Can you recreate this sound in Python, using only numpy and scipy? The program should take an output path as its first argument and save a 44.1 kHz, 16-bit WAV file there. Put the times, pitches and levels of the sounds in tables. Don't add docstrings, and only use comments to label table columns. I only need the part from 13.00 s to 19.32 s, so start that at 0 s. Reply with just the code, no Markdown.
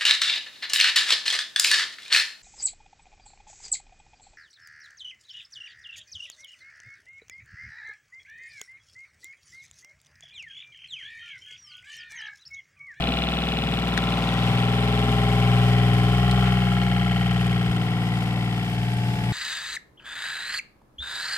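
import sys
import numpy as np
from scipy import signal
from scipy.fft import rfft, irfft, next_fast_len
from scipy.io import wavfile
from scipy.ndimage import uniform_filter1d

SR = 44100
rng = np.random.default_rng(int(sys.argv[2]) if len(sys.argv) > 2 else 0)


def convert_level_to_amplitude(level_db):
    exponent = np.asarray(level_db, float) / 20
    return 10 ** exponent


def bounce(signal):
    frames = np.transpose(np.atleast_2d(signal))
    limited = np.clip(frames, -1, 1)
    pcm = np.round(limited * 32767).astype(np.int16)
    wavfile.write(sys.argv[1], SR, pcm)


N = 278830
T = np.arange(N) / SR
REST_TURNS_S = 20
HUM_STEP = 8
FEW = slice(None, None, HUM_STEP)


def level(x, db):
    return x * convert_level_to_amplitude(db) / np.sqrt(np.mean(x ** 2))


def curves(table):
    s, *columns = np.transpose(table)
    return [np.interp(T, s, c) for c in columns]


def colour(x, points):
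    hz, db = np.transpose(points)
    size = next_fast_len(N)
    axis = np.log(np.maximum(np.arange(size // 2 + 1) * SR / size, 1))
    gain = convert_level_to_amplitude(np.interp(axis, np.log(hz), db))
    return irfft(rfft(x, size) * gain, size)[..., :N]


def ring(x, hz, width_hz):
    return signal.lfilter(*signal.iirpeak(hz, max(hz / width_hz, .3), fs=SR), x)


def walk(rate, size=1):
    k = max(int(SR / rate / 32), 2)
    held = np.repeat(rng.standard_normal(N // 32 // k + 2), k)
    slow = uniform_filter1d(uniform_filter1d(held, k), k)
    return 1.83 * np.interp(np.arange(0, N, size) / 32, np.arange(len(slow)), slow)


def swell(s, length_s):
    return np.exp(-((T - s) / length_s) ** 2)


def blows(turn, angle, jitter_s, scatter_db):
    count = np.arange(int(turn[-1]) - 1) + angle
    chance = rng.standard_normal((len(count), 2)).T
    at = (np.interp(count, turn, T) + jitter_s * chance[0]) * SR
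    return np.bincount(np.clip(at, 0, N - 1).astype(int), convert_level_to_amplitude(scatter_db * chance[1]), N)


def repeating(turn, keep, size):
    fresh = rng.standard_normal((2, int(turn[-1]) + 60, size))
    pattern = signal.lfilter([np.sqrt(1 - keep ** 2)], [1, -keep], fresh, axis=1)
    pattern = pattern[:, 50:].reshape(2, -1)
    return [np.interp(turn * size, np.arange(len(p)), p) for p in pattern]


def ports(x, apart=0, size=5):
    return np.array([x + apart, np.roll(x, size) - apart])


# time in seconds, then levels in dB of being near the pump,
# over the hatch, near the floor and facing the inlet side.
PHONE = [(0, -4, -12, -1.5, 4.5), (.7, -4, -10, -1.5, 2.5), (1.0, -1, -8.5, 0.5, 2),
         (1.28, -1, -6.5, 0.5, 2), (1.5, 0.8, 1, 3, -0.5), (1.9, 0.1, -1, 4.5, 0.5), (2.3, 1, 1, 5.5, -1.5),
         (2.53, 2.5, 5, 4.5, -2), (2.97, 2, 4.5, 4.5, -4.5), (3.11, 2, 2.5, 5, -4.5), (3.4, 4, 2.5, 5, -4),
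         (3.65, 4, 0.5, 1.5, -9), (4.15, 3, -1.5, 1.5, -12.5), (4.5, 2.5, 0, 1, -11),
         (4.85, 0.5, -2.5, -2.5, -11), (5.6, -2.5, -3, -5.5, -9), (5.85, -4, -1.5, -6.5, -14),
         (6.32, -4, 0.5, -8.5, -11.5)]
PLACES = np.array(curves(PHONE))
FACING_DB = PLACES[3]
PARTS = {"stroke": (-33.5, -0.5, 0, 1, 0), "second": (-24, 0, 1, 0, 0), "third": (-28, 1, 0, 0, 0),
         "play": (-45, 0.7, 0.12, -0.08, 0.54), "hatch": (-41.5, -3, 1.07, 2, 0.07),
         "low panel": (-53, 1, 0.5, 1, 4.1), "high panel": (-44, -3, 1, 2, 3.5),
         "cover": (-36.5, 1.67, -0.47, 0.35, 0.88), "inlet": (-33, 0.38, 0, 0, 1.93),
         "outlet": (-42.5, 0.62, -0.08, 1.32, -0.5), "rush": (-31.5, 0.46, 0.25, -0.13, 0.27),
         "hiss": (-46.5, -0.26, 0.36, 0.13, 0.1)}


def heard(part):
    base_db, *shares = PARTS[part]
    return base_db + np.dot(shares, PLACES)


# time in seconds, speed in turns per second.
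SPEED = [(0.0, 20.268), (0.6, 19.871), (0.95, 20.036), (1.25, 19.841), (1.8, 19.983), (2.45, 20.055),
         (2.8, 20.021), (3.04, 19.905), (3.12, 20.289), (3.28, 20.579), (3.45, 20.511), (4.08, 20.268),
         (4.16, 20.046), (4.45, 19.977), (4.6, 19.872), (4.85, 19.586), (5.2, 19.685), (6.33, 19.69)]


def shaft_speed():
    return curves(SPEED)[0]


# frequency in Hz, density in dB per Hz.
CABIN = [(20, -40), (40, -36), (60, -45), (120, 10), (300, -3.5), (800, -6), (2000, -31.5), (6000, -50)]


def cabin():
    return level(colour(rng.standard_normal(N), CABIN), -46.5) * convert_level_to_amplitude(2.2 * walk(2.46))


# start in seconds, peak in dB, pitch in Hz, crack over ring in dB.
TAPS = [(0.976, -15, 3680, -8.5), (1.807, -46, 8160, -3), (2.043, -43, 8200, -3), (2.939, -42, 9000, 5),
        (2.982, -43, 8950, 5), (3.312, -24, 3960, -1), (3.47, -24, 1800, -28), (4.112, -52, 8000, 3),
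        (4.443, -48, 5800, 3), (4.467, -41, 8000, -8), (4.714, -46, 8000, -11), (4.765, -45, 7900, -3),
        (5.03, -45, 10500, 1), (5.699, -47, 14000, 5.5), (5.712, -51, 14000, 1), (5.938, -42, 8800, 3)]


def taps():
    out = np.zeros((2, N))
    size, decay_s = 900, .0046
    for s, db, pitch_hz, crack_db in TAPS:
        crack = .5 * rng.standard_normal((2, size)) * np.exp(-np.arange(size) / SR / decay_s)
        crack[:, [16, 40]] += 2.2
        width_hz = .36 * pitch_hz
        fitting = 3 * ring(ring(crack, pitch_hz, width_hz), pitch_hz, width_hz)
        hose_gain = 4.5 if pitch_hz < 3750 else .5
        hose = hose_gain * ring(ring(crack, 1850, 800), 1850, 1500)
        bright = convert_level_to_amplitude(crack_db) * ring(ring(crack, 4200, 6300), 4500, 8100)
        start = int(s * SR)
        out[:, start:start + size] += convert_level_to_amplitude(db + 2.5) * (bright + fitting + hose)
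    return out


# centre in seconds, level in dB, pitch in Hz, length in seconds.
BUMPS = [(0.097, -28, 248, 0.021), (0.538, -41, 430, 0.022), (1.29, -46, 3480, 0.33),
         (5.355, -44, 560, 0.057), (0.682, -36, 134, 0.092), (1.554, -35, 133, 0.12),
         (2.077, -31.5, 171, 0.075), (3.023, -40, 105, 0.24), (4.72, -34.5, 66, 0.04),
         (4.78, -39, 300, 0.027), (5.766, -41, 105, 0.044), (6.176, -37, 103, 0.37),
         (1.206, -38.5, 730, 0.33), (1.548, -42, 890, 0.14), (3.155, -47, 810, 0.11),
         (3.47, -35, 1900, 0.03), (4.122, -53, 774, 0.079)]


def bumps():
    out = 0
    for s, db, pitch_hz, length_s in BUMPS:
        rub = ring(ring(rng.standard_normal(N), pitch_hz, .6 * pitch_hz), pitch_hz, pitch_hz)
        out = out + swell(s, length_s) * level(rub, db)
    return out


# frequency in Hz, width in Hz, gain in dB.
CASING = [
    [(1080, 70, 0), (2360, 96, 3.5), (2550, 37, 13.5), (2884, 53, 10), (3266, 46, 6), (3610, 370, 6.5), (4030, 54, 16)],
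    [(1010, 37, 20), (1625, 60, -26), (1922, 22, 4), (2196, 29, -2.5), (2657, 23, -3), (3190, 32, 0), (4280, 110, 8)],
]


def casing(x, side, trim_db=0, least_width_hz=0):
    return x + sum(convert_level_to_amplitude(db + trim_db) * ring(x, hz, max(w, least_width_hz)) for hz, w, db in CASING[side])


# frequency in Hz, density in dB per Hz.
RUSH = [(880, -37), (1500, 1), (1790, 1.5), (2170, 3.5), (2530, 1), (3160, 1.5), (3600, 0.5), (5010, -41),
        (5500, -33), (7150, -44), (12100, -120)]


def water_rush(turn):
    near, far = repeating(turn, .86, size=2048)
    pulse = convert_level_to_amplitude(4.4 * np.cos(6 * np.pi * (turn - .02)) + 0.12 * walk(40))
    rush = colour(ports(near, 0.72 * far) * pulse, RUSH)
    return convert_level_to_amplitude(heard("rush")) * level(casing(rush, 1, trim_db=-1), -2.5)


# frequency in Hz, density in dB per Hz.
HISS = [(3060, 2), (5200, 0), (5680, -4), (6430, -7.5), (7940, -5), (8870, -8), (12900, -10), (15600, -21)]


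def brush_hiss(turn):
    bars = convert_level_to_amplitude(0.77 * np.cos(24 * np.pi * (turn - .03)))
    brush = level(ring(ring(bars * rng.standard_normal((2, N)), 5050, 270), 4830, 500), -8)
    load_db = 0.77 * np.cos(6 * np.pi * (turn - .05)) + 0.63 * np.cos(2 * np.pi * (turn - .8))
    sparks = convert_level_to_amplitude(load_db + 0.81 * walk(150) + 0.25 * walk(5.8))
    hiss = level(colour(sparks * rng.standard_normal((2, N)), HISS), 4.82)
    return convert_level_to_amplitude(heard("hiss")) * (brush + hiss)


# frequency in Hz, density in dB per Hz.
RATTLE = [(120, -51), (200, -25), (343, -33), (410, -4), (626, -23), (711, -5), (860, -11.5), (1000, -3),
          (1210, -6.5), (1350, -20), (1520, -18), (2500, -13.5), (3250, -58), (5500, -120)]


def rattle(turn):
    near, far = (colour(x, RATTLE) for x in repeating(turn, .93, size=512))
    return convert_level_to_amplitude(heard("play")) * level(ports(near, .5 * far), 7.7)


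# frequency in Hz, width in Hz.
PANELS = [
    (716, 78),
    (795, 99),
    (1350, 98),
]
# angle in turns, panel level in dB, cover level in dB, dB per dB of facing.
THUDS = [(0.069, -8, -4, -0.26), (0.341, -11, -10, -0.54), (0.609, -12, 1.9, -0.6), (.68, 11, -8, -0.56),
         (0.761, -3, -4, 1), (0.879, -10, -6.5, -0.64)]


def plate_thuds(turn):
    panel, cover = 0, 0
    for angle, panel_db, cover_db, share in THUDS:
        thud = blows(turn, angle, jitter_s=.00005, scatter_db=1) * convert_level_to_amplitude(share * FACING_DB)
        panel = panel + convert_level_to_amplitude(panel_db) * thud
        cover = cover + convert_level_to_amplitude(cover_db) * thud
    push = np.hanning(260) * np.sin(2 * np.pi * PANELS[2][0] * np.arange(260) / SR)
    cover = signal.oaconvolve(cover, push, "same")
    levels_db = heard("low panel"), heard("high panel") - 9, heard("cover") - 4
    body = 0
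    for x, db, (hz, width_hz) in zip((panel, panel, cover), levels_db, PANELS):
        body = body + convert_level_to_amplitude(db) * level(ring(ring(x, hz, width_hz), hz, 3 * width_hz), 0)
    return convert_level_to_amplitude(1.5) * ports(body)


# angle in turns, side (0 inlet, 1 outlet), click in dB, pitch in Hz, dB per dB of facing.
VALVES = [(.13, 0, -6, 3300, .1), (.465, 0, 1.5, 2900, -.25), (.80, 0, -2.5, 3600, .3),
          (.12, 1, -5, 3050, .4), (.975, 1, -4, 3300, .5), (.47, 1, -3, 3000, .8), (.29, 1, -1, 3150, .3),
          (.63, 1, -2.5, 3050, -.3), (.70, 1, -11, 1900, -.3), (.79, 1, -5, 3100, -.3),
          (.95, 1, -5, 2200, -.15)]


def valve_snaps(turn):
    snaps = [0, 0]
    age = np.arange(700) / SR
    water = rng.standard_normal((2, N))
    for angle, outlet, click_db, pitch_hz, share in VALVES:
        outlet = int(outlet)
        snap_s, seat_gain, seat_hz = (.0016, 20, 2400) if outlet else (.001, 75, 3100)
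        hit = blows(turn, angle, jitter_s=.00005, scatter_db=1.1) * convert_level_to_amplitude(share * FACING_DB)
        shape = age / snap_s * np.exp(-2 * age / snap_s)
        shape = level(shape + .3 * np.roll(shape, 170), 0)
        slap = signal.oaconvolve(hit, shape * np.sin(2 * np.pi * pitch_hz * age))[:N]
        slap = slap + seat_gain * ring(hit, seat_hz, 2700)
        echo = .5 * np.roll(slap, 61)
        spray = ring(water * signal.oaconvolve(hit, shape)[:N], pitch_hz, 2200)
        snaps[outlet] = snaps[outlet] + convert_level_to_amplitude(click_db) * (ports(slap, echo, size=3) + convert_level_to_amplitude(-8) * spray)
    shell = signal.butter(3, (1250, 4300), "band", fs=SR, output="sos")
    out = 0
    for side, part in enumerate(("inlet", "outlet")):
        snap = signal.sosfilt(shell, snaps[side])
        out = out + convert_level_to_amplitude(heard(part)) * level(casing(snap, side, least_width_hz=25), -4)
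    return out


# time in seconds, length in seconds, shaft order, depth in dB.
NODES = [(.09, 0.058, 9, -1.5), (0.337, 0.16, 6, -24), (0.607, 0.036, 9, -7), (1.63, 0.17, 3, -5),
         (2.53, .12, 3, -1), (4.65, 0.046, 3, -6), (4.87, 0.031, 9, -3), (5.672, 0.052, 6, -4.5),
         (5.81, 0.037, 3, 2), (5.81, 0.031, 9, 1), (6.005, .05, 3, -5), (6.22, 0.057, 6, -6)]


def nodes(order):
    return sum(db * swell(s, length_s) for s, length_s, k, db in NODES if round(k) == order)


# shaft order, level in dB, dB per dB of floor, dB per dB of facing,
# dB per turn a second.
ORDER = [(4, -56, 0.73, 0.11, 3), (5, -46, 0.69, -0.015, -3), (7, -39.5, -0.13, 0.12, 4.5),
         (8, -36, -0.1, -0.022, 0), (10, -41.5, -0.35, -0.098, -5), (11, -46.5, -0.57, 0.78, -9),
         (12, -40.5, 0.92, 0.065, -10), (13, -42.5, -0.22, 0.73, 1), (14, -55, -0.44, 0.36, -9),
         (15, -45.0, 0.45, -0.16, -6)]
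SINGING = [(16, -52, 0.57, 0.41, -2), (17, -53, -0.6, 0.49, -2), (18, -50.5, 0.46, 0.17, -2.5),
           (19, -48, 0.18, 0.37, 6), (20, -50, 0.45, -0.19, 3.5), (22, -47.5, 0.71, 0.39, -11.5),
           (23, -57.5, -0.29, 0.29, -1), (24, -50.5, -0.29, 0.32, 3), (25, -58, -0.39, 0.33, 12),
           (26, -54.0, -0.22, 0.51, 3), (27, -52, 0.67, 0.68, -4), (28, -48, 0.81, 0.71, -3),
           (29, -53.5, 0.003, 0.5, 7), (30, -53.5, -0.095, 1, 1), (31, -58.5, -0.073, -0.21, 14),
           (32, -51.0, 1.35, 0.72, -7), (33, -49, 0.19, 0.81, 10), (34, -60.5, -0.03, -0.47, 11),
           (35, -42.5, 0.32, 0.062, 10.5), (36, -52, -0.23, -0.04, -11), (37, -51.5, 0.62, -0.22, -16.5),
           (38, -56, 0.83, -0.31, 9), (39, -43.0, 0.99, 0.24, -3), (40, -44.5, 1.57, 0.16, -6),
           (41, -53, 0.88, -0.03, -10), (42, -52.5, -0.66, 0.26, 0), (43, -51.5, -0.2, 0.3, 0),
           (44, -57.5, -0.31, -0.43, -5), (45, -58.5, 1.4, 0.15, -7), (52, -51.0, 0.95, 0.62, 0),
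           (57, -51.5, 0.25, 0.61, -1)]
FLIPS = (7, 8, 9, 16, 20, 23, 27, 29)


def shaft_orders(turn, faster):
    _, _, floor_db, facing_db = PLACES[:, FEW]
    lead_rad, swing_rad_per_db = .95, -.22
    angle = 2 * np.pi * (turn - .78)
    out = 0
    for k, db, low, side, rise_db in list(ORDER) + list(SINGING):
        k = round(k)
        db = db + low * floor_db + side * facing_db + rise_db * faster
        db = db + 0.28 + 1.38 * walk(2.49, size=HUM_STEP)
        phase = lead_rad + np.pi * np.searchsorted(FLIPS, k, "right")
        if k in (7, 13) or k > 16:
            phase = phase + swing_rad_per_db * facing_db
        loose = 0.018 * k * walk(1.46, size=HUM_STEP)
        out = out + np.sqrt(2) * convert_level_to_amplitude(db) * np.cos(k * angle + phase + loose)
    return out


def hum(turn):
    speed = shaft_speed()[FEW]
    faster = speed - REST_TURNS_S
    angle = 2 * np.pi * (turn[FEW] + 0.0622)
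    out = shaft_orders(turn[FEW], faster)
    for k, part, lag, rise_db in ((3, "stroke", 0, 6), (6, "second", .35, 0), (9, "third", 0, 0)):
        db = (heard(part) + nodes(order=k))[FEW] + rise_db * faster
        out = out + np.sqrt(2) * convert_level_to_amplitude(db) * np.cos(k * angle - lag)
    hatch_hz, hatch_width_hz = 423.3, 5.7
    detuning = (21 * speed - hatch_hz) / hatch_width_hz
    hatch_db = heard("hatch")[FEW] - 10 * np.log10(1 + detuning ** 2)
    out = out + convert_level_to_amplitude(hatch_db + 2) * np.cos(21 * angle)
    return signal.resample_poly(out, HUM_STEP, 1)[:N]


def scene():
    turn = np.cumsum(shaft_speed()) / SR
    tone = hum(turn)
    out = ports(tone + cabin(), 0.065 * (tone - np.roll(tone, 30)))
    out = out + taps() + bumps()
    out = out + water_rush(turn) + brush_hiss(turn) + rattle(turn)
    return out + plate_thuds(turn) + valve_snaps(turn)


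# frequency in Hz, left minus right in dB.
PORTS = [(60, 2), (110, 2.5), (200, 2), (380, 2), (700, -0.5), (1290, 5.5), (2380, 0.5), (4400, 3),
         (8120, 7.5), (15000, 1)]


def port_response(dry):
    hz, db = np.transpose(PORTS)
    return np.array([colour(x, np.transpose([hz, half_db])) for x, half_db in zip(dry, (db / 2, -db / 2))])


def low_pass(x):
    return signal.sosfilt(signal.butter(12, 15770, fs=SR, output="sos"), x)


def record(dry):
    wet = port_response(dry)
    wet = signal.sosfilt(signal.ellip(8, .2, 60, 15700, fs=SR, output="sos"), wet)
    return low_pass(wet)


dry = scene()
out = record(dry)
bounce(out)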